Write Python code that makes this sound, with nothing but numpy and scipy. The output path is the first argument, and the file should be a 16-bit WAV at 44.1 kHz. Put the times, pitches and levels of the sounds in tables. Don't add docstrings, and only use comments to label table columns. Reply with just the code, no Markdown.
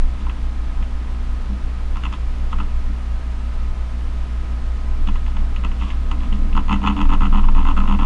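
import sys
import numpy as np
from scipy import signal
from scipy.fft import rfft, irfft, next_fast_len
from scipy.io import wavfile
from scipy.ndimage import map_coordinates

SR = 44100
rng = np.random.default_rng(int(sys.argv[2]) if len(sys.argv) > 2 else 0)


def output_pcm(signal):
    pcm = np.clip(np.atleast_2d(signal).T, -1, 1) * 32767
    wavfile.write(sys.argv[1], SR, np.round(pcm).astype(np.int16))


N = 355005

# time in seconds,
# level in dB.
SWAY_LEVELS = [(0, -10.5), (.15, -22.5), (1.3, -26.5), (2.2, -22), (3.7, -26), (4.9, -21), (6.7, -17.5),
               (7.2, -29), (8.05, -27)]
ROCKING_LEVELS = [(6.85, -50), (7.03, -8), (7.26, -11.5), (7.51, -7), (7.69, -12), (8.05, -12)]
# pitch in Hz, level in dB, waver in dB.
MAINS_TONES = [(30.04, -27.5, 2.5), (54.3, -33.5, 3.5), (59.9, -23.5, 0.2), (120.25, -44.3, 0.5),
               (179.6, -47.5, 0.5), (241.2, -48, 2.5), (302, -52.5, 1.5), (419, -64, 1), (659, -58, .6),
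               (775, -61, .6), (1016, -57, 1.5), (1071, -63.5, 1.5), (1258, -53, .7), (1333, -62, 1.5)]
# time in seconds, gain in dB.
MAINS_SWELL = [(0, -0.5), (1.5, -1), (3, -0.6), (4.5, 0), (6, 0.6), (8.05, 2)]
# frequency in Hz, relative level in dB.
RUMBLE_COLOUR = [(8, 2.5), (14, 2), (30, 7.5), (38, -16.5), (65, -10), (80, -17), (100, -12.5), (165, -23),
                 (230, -14.5), (280, -30), (330, -30.5), (420, -54)]
HISS_COLOUR = [(150, -22), (330, -0.5), (450, -1.5), (700, -3), (1000, -2.5), (1400, -5), (2000, -8),
               (3000, -11.5), (4000, -15.5), (5500, -20.5), (7000, -25), (9000, -31), (11000, -56),
               (13000, -64)]
BRUSH_SPECTRUM = [(600, -21), (1100, 16), (1800, -12), (2700, 6), (3400, 4.5), (4300, -11), (7000, -13),
                  (9000, -26), (12000, -45)]
# frequency in Hz,
# width in Hz, gain in dB.
SHEET_DRUM = [(69, 22, -2), (123.4, 30, -4), (158.4, 19.7, 0), (228, 48.5, -1.5), (292.6, 34.6, -3),
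              (442, 158, -20)]
SHEET_KNOCK = [(764, 53, -8), (910, 69, 1.5), (1011, 76, 3.5), (1070.5, 57, 4), (1261.5, 80, 0),
               (1345, 70, -2), (1462, 130, -14)]
SHEET_SCRATCH = [(1706, 22, 2.5), (1997, 85, 2.5), (2610, 170, 4.5), (2933, 220, 3), (3153, 226, -1),
                 (3410, 197, -4), (4340, 590, -22), (6490, 240, -21), (7200, 190, -23)]
SHEET_SNAP = [(4500, 1500, 0), (6750, 1600, -2)]
# time in seconds, rustle in dB.
WEIGHT_SHIFTS = [(0, -45.5), (2.2, -46), (2.45, -40), (2.8, -50.5), (3.3, -52), (4.4, -46.5), (4.9, -47),
                 (5.3, -47.5), (6.05, -42.5), (6.3, -36.5), (8.05, -33.5)]
# middle in seconds, length in seconds, level in dB.
LEG_BRUSHES = [(.215, 0.041, -46.5), (0.83, 0.0099, -48), (2.043, 0.035, -44), (2.143, .035, -43),
               (2.53, 0.033, -43), (5.075, 0.0074, -35), (5.798, 0.034, -49), (5.875, 0.12, -41.5),
               (6.243, 0.055, -45.5), (6.347, 0.041, -48)]
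# middle and length in seconds, hum and upper hum in dB.
ABDOMEN_TREMBLES = [(0.216, 0.04, -33.5, -45), (0.818, 0.037, -33, -48), (1.525, 0.057, -27.5, -43),
                    (2.911, 0.05, -35, -36), (5.01, 0.037, -36.5, -39), (5.387, 0.11, -34, -45),
                    (5.593, 0.025, -33, -47), (6.138, 0.047, -56, -32), (6.25, 0.039, -32.5, -35),
                    (6.347, 0.035, -25, -53), (6.46, 0.2, -32, -40), (6.77, 0.035, -27, -31.5),
                    (7.5, 0.063, -27, -38)]
# time in seconds, knock and scratch in dB, knock tilt in dB per octave.
SCRAPER_FLICKS = [(0.266, -24.5, -36, -3), (0.2959, -25, -27.5, -1), (0.8256, -35, -29.5, -5),
                  (2.5284, -17.5, -28, 8), (5.1563, -27, -29.5, -2), (5.2633, -42, -33, 2),
                  (5.2792, -29, -35, -5), (5.3667, -25.5, -29, -13), (5.5614, -34, -24.5, 1),
                  (5.7153, -32, -29.5, 8), (5.903, -38, -24, 3), (6.1131, -20, -23, 4),
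                  (6.2053, -42, -33, 2), (6.233, -29, -33.5, -14), (6.3255, -28, -27, -5),
                  (6.5283, -36, -29, 1), (6.6817, -23.5, -28, 2), (6.759, -22, -37, 12),
                  (6.8375, -16, -27, 1), (7.0529, -21, -30, -4), (7.2522, -15, -26, -12),
                  (7.4836, -14.5, -23, 3), (7.628, -30, -33, 4), (7.837, -21, -32, 4),
                  (7.855, -22.5, -34, 1)]
# start, hardest slip and end in seconds; knock, scratch and easing at the
# ends in dB; knock tilt in dB per octave; hum and upper hum in dB.
SCRAPER_STROKES = [(1.957, 1.9688, 1.9688, -24.5, -31, 2, 5, -37, -43),
                   (2.036, 2.0522, 2.064, -23, -25, 0.5, 15, -39, -43),
                   (2.1258, 2.1258, 2.136, -24, -28.5, 0, 3, -37, -40),
                   (2.5857, 2.601, 2.609, -20, -25, 6, 15, -31, -37),
                   (5.074, 5.0857, 5.0857, -21.5, -26, 7, -9, -23.5, -32),
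                   (5.637, 5.6473, 5.6473, -20.5, -21, 6, 5, -30, -34),
                   (5.811, 5.8208, 5.8326, -25, -26, 4, 3, -30, -34),
                   (6.551, 6.575, 6.589, -10.5, -19.5, 9, 0, -24.5, -26),
                   (6.694, 6.727, 6.74, -12, -16.5, 3.5, -3, -17.5, -26),
                   (6.817, 6.8724, 6.924, -7, -15, 16.5, -2.5, -16.5, -23.5),
                   (6.9656, 7.013, 7.027, -14.5, -20.5, 5.5, -2, -22, -19.5),
                   (7.0917, 7.1347, 7.147, -12.5, -22, 5, 1, -28, -26),
                   (7.2065, 7.2189, 7.265, -15, -25.5, 2, 5, -22.5, -28.5),
                   (7.3253, 7.3458, 7.3926, -15.5, -25, 2, -2, -20.5, -35),
                   (7.4317, 7.4395, 7.4548, -21, -32, -1.5, 2, -36, -41),
                   (7.549, 7.5792, 7.612, -17.5, -25.5, 3.5, -2, -25.5, -31),
                   (7.6514, 7.6865, 7.711, -13.5, -23.5, 2.5, 0, -35, -27),
                   (7.7662, 7.7755, 7.815, -16, -25, 3, 10, -20.5, -43),
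                   (7.8762, 7.9097, 7.947, -17, -25, 0.5, -2, -17.5, -35),
                   (7.989, 8.0302, 8.042, -17.5, -24.5, 1.5, -7, -24.5, -30)]
# time in seconds, peak in dB.
SCRAPER_SNAPS = [(1.9694, -37), (2.1261, -38), (5.6481, -36), (6.1145, -35), (6.566, -35), (6.726, -33),
                 (6.8735, -42), (7.0145, -35.5), (7.1342, -37), (7.4829, -36)]

SWAY_HZ, SWAY_WIDTH_HZ = 21.38, 4.45
TREMBLE_HZ, UPPER_MODE_HZ = 200.2, 285.2
HUM_LAG_S, HUM_BASE_S, HUM_LENGTH_SHARE = 0.016, 0.03, 0.66
SLIP_GAP_S, SLIP_JITTER_S, SLIP_SPREAD_DB = 0.0115, 0.001633, 1.5
BREAKAWAY_DB, HARDEST_DB = 1.5, 2
TILT_FALL, TILT_SPREAD = 8.9, 5.1


def from_db(db):
    return 10 ** (np.asarray(db) / 20)


def rms_one(x):
    return x / np.sqrt(np.mean(x ** 2) + 1e-20)


def in_time(rows):
    return np.interp(np.arange(N) / SR, *np.transpose(rows))


def drift(rate):
    knots = rng.standard_normal(4096)
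    return rms_one(map_coordinates(knots, [np.arange(N) / SR * rate], order=3, mode="wrap"))


def tone(hz, wander_hz, rate):
    return np.sin(2 * np.pi * (np.cumsum(hz + wander_hz * drift(rate)) / SR + rng.random()))


def noise(spectrum):
    hz, db = np.transpose(spectrum)
    size = next_fast_len(N)
    bins_hz = np.maximum(np.arange(size // 2 + 1) * SR / size, 1)
    colour = from_db(np.interp(np.log(bins_hz), np.log(hz), db))
    return rms_one(irfft(rfft(rng.standard_normal(size)) * colour, size)[:N])


def resonate(force, modes):
    out = 0
    for k, (hz, width, db) in enumerate(modes):
        r = np.exp(-np.pi * width / SR)
        poles = [1, -2 * r * np.cos(2 * np.pi * hz / SR), r * r]
        ring = signal.lfilter([1, 0, -1], poles, force + 1e-18)
        out = out + (-1) ** k * from_db(db) * (1 - r * r) / 2 * ring
    return out


def high_pass(x, edge_hz):
    return signal.sosfilt(signal.butter(2, edge_hz, "high", fs=SR, output="sos"), x)


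def grains(shape, per_s):
    return (rng.random(shape) < per_s / SR) * rng.standard_normal(shape)


def pressure(x, hold_s):
    keep = np.exp(-1 / (hold_s * SR))
    return np.sqrt(signal.lfilter([1 - keep], [1, -keep], x ** 2 + 1e-14))


def swell(middle, length):
    out = np.zeros(N)
    near = np.arange(max(int((middle - 2 * length) * SR), 0), min(int((middle + 2 * length) * SR), N))
    out[near] = 2 ** -((2 * (near / SR - middle) / length) ** 2)
    return out


def place(rings, times, peak_db):
    out = np.zeros(N + SR)
    for ring, s, db in zip(rings, times, peak_db):
        start = int(s * SR)
        out[start:start + len(ring)] += from_db(db) * ring / np.abs(ring).max()
    return out[:N]


def rig_sway():
    stand = [(SWAY_HZ, SWAY_WIDTH_HZ, 0)]
    jostle = rng.standard_normal(N + SR)
    sway = from_db(in_time(SWAY_LEVELS)) * rms_one(resonate(resonate(jostle, stand), stand)[SR:])
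    rocking = np.sqrt(2) * from_db(in_time(ROCKING_LEVELS)) * tone(SWAY_HZ, wander_hz=0.56, rate=6.6)
    return sway + rocking


def mains_hum():
    hum = 0
    for hz, db, waver_db in MAINS_TONES:
        height = np.sqrt(2) * from_db(db + waver_db * drift(rate=4.1))
        hum = hum + height * tone(hz, wander_hz=0.092, rate=3.11)
    return from_db(in_time(MAINS_SWELL)) * hum


def noise_floor(rumble_db=-29.5, hiss_db=-43.41):
    return from_db(rumble_db) * noise(RUMBLE_COLOUR) + from_db(hiss_db) * noise(HISS_COLOUR)


def drumming(knock, drum_db=-8):
    heave = from_db(drum_db) * pressure(knock, hold_s=0.0082) + from_db(in_time(WEIGHT_SHIFTS))
    return heave * rms_one(resonate(grains(N, per_s=900), SHEET_DRUM))


def brushing():
    sweeps = sum(from_db(db) * swell(middle, length) for middle, length, db in LEG_BRUSHES)
    return sweeps * noise(BRUSH_SPECTRUM)


def trembling(upper_trim_db=-2, stir_db=-17):
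    with_strokes = [((start + end) / 2 + HUM_LAG_S, HUM_BASE_S + HUM_LENGTH_SHARE * (end - start),
                     hum_db, upper_db) for start, _, end, *_, hum_db, upper_db in SCRAPER_STROKES]
    main, upper = 0, 0
    for middle, length, hum_db, upper_db in with_strokes + list(ABDOMEN_TREMBLES):
        shape = swell(middle, length)
        main = main + from_db(hum_db) * shape
        upper = upper + from_db(upper_db + upper_trim_db) * shape
    stir = from_db(stir_db) * rms_one(resonate(grains(N, per_s=1000), SHEET_DRUM))
    hum = main * (tone(TREMBLE_HZ, wander_hz=2.21, rate=22) + stir)
    return hum + upper * tone(UPPER_MODE_HZ, wander_hz=7.63, rate=29)


def stick_slip():
    rows = list(SCRAPER_FLICKS)
    for start, hardest, end, knock_db, scratch_db, ease_db, tilt, _, _ in SCRAPER_STROKES:
        before, after = round((hardest - start) / SLIP_GAP_S), round((end - hardest) / SLIP_GAP_S)
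        along = np.r_[np.linspace(-1, 0, before + 1)[:-1], np.linspace(0, 1, after + 1)]
        for u, (jitter, dull, bright, angle) in zip(along, rng.standard_normal(size=(16, 4))):
            inner = 0 < abs(u) < 1
            s = np.interp(u, [-1, 0, 1], [start, hardest, end]) + SLIP_JITTER_S * jitter * inner
            force_db = BREAKAWAY_DB * (u == -1) - HARDEST_DB * (u != 0) - ease_db * abs(u)
            rows.append((s, knock_db + force_db + SLIP_SPREAD_DB * dull * inner,
                         scratch_db + force_db + SLIP_SPREAD_DB * bright * inner,
                         tilt - TILT_FALL * u / 2 + TILT_SPREAD * angle))
    return np.array(rows)


def slips(times, peak_db, modes, catch_s, ridge_share, edge_hz, lead_s):
    age = np.arange(2048) / SR
    force = ridge_share * grains((len(times), len(age)), per_s=4000) * np.exp(-age / catch_s)
    force[:, 0] += rng.choice([-1, 1], len(times))
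    return place(high_pass(resonate(force, modes), edge_hz), times - lead_s, peak_db)


def rubbing(jolts, modes, gain_db, hold_s, per_s, edge_hz):
    friction = rms_one(high_pass(resonate(grains(N, per_s), modes), edge_hz))
    return from_db(gain_db) * pressure(jolts, hold_s) * friction


def scraping(knock_trim_db=-0.5, scratch_trim_db=-0.95):
    times, knock_db, scratch_db, tilt = stick_slip().T
    tilted = [(hz, width, db + tilt[:, None] * np.log2(hz / SHEET_KNOCK[0][0]))
              for hz, width, db in SHEET_KNOCK]
    knock = slips(times, knock_db + knock_trim_db, tilted,
                  catch_s=0.0011, ridge_share=0.27, edge_hz=220, lead_s=0.00099)
    scratch = slips(times, scratch_db + scratch_trim_db, SHEET_SCRATCH,
                    catch_s=0.0046, ridge_share=0.32, edge_hz=1130, lead_s=0.00023)
    dull_rub = rubbing(knock, SHEET_KNOCK, gain_db=-7, hold_s=0.013, per_s=1500, edge_hz=340)
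    bright_rub = rubbing(scratch, SHEET_SCRATCH, gain_db=-6, hold_s=0.0096, per_s=2000, edge_hz=1700)
    return knock + scratch + dull_rub + bright_rub + drumming(knock)


def snaps(crack_s=0.0013, lag_s=0.00104):
    times, peak_db = np.transpose(SCRAPER_SNAPS)
    age = np.arange(512) / SR
    force = rng.standard_normal((len(times), len(age))) * np.exp(-age / crack_s)
    return place(resonate(force, SHEET_SNAP), times + lag_s, peak_db)


def scene():
    spider = scraping() + snaps() + brushing() + trembling()
    return (spider + rig_sway() + mains_hum() + noise_floor())[None, :]


def record(dry, ceiling=0.69, cutoff_hz=11000):
    limited = dry / (1 + (dry / ceiling) ** 12) ** (1 / 12)
    return signal.sosfilt(signal.ellip(12, .1, 90, cutoff_hz, fs=SR, output="sos"), limited)


dry = scene()
out = record(dry)
output_pcm(out)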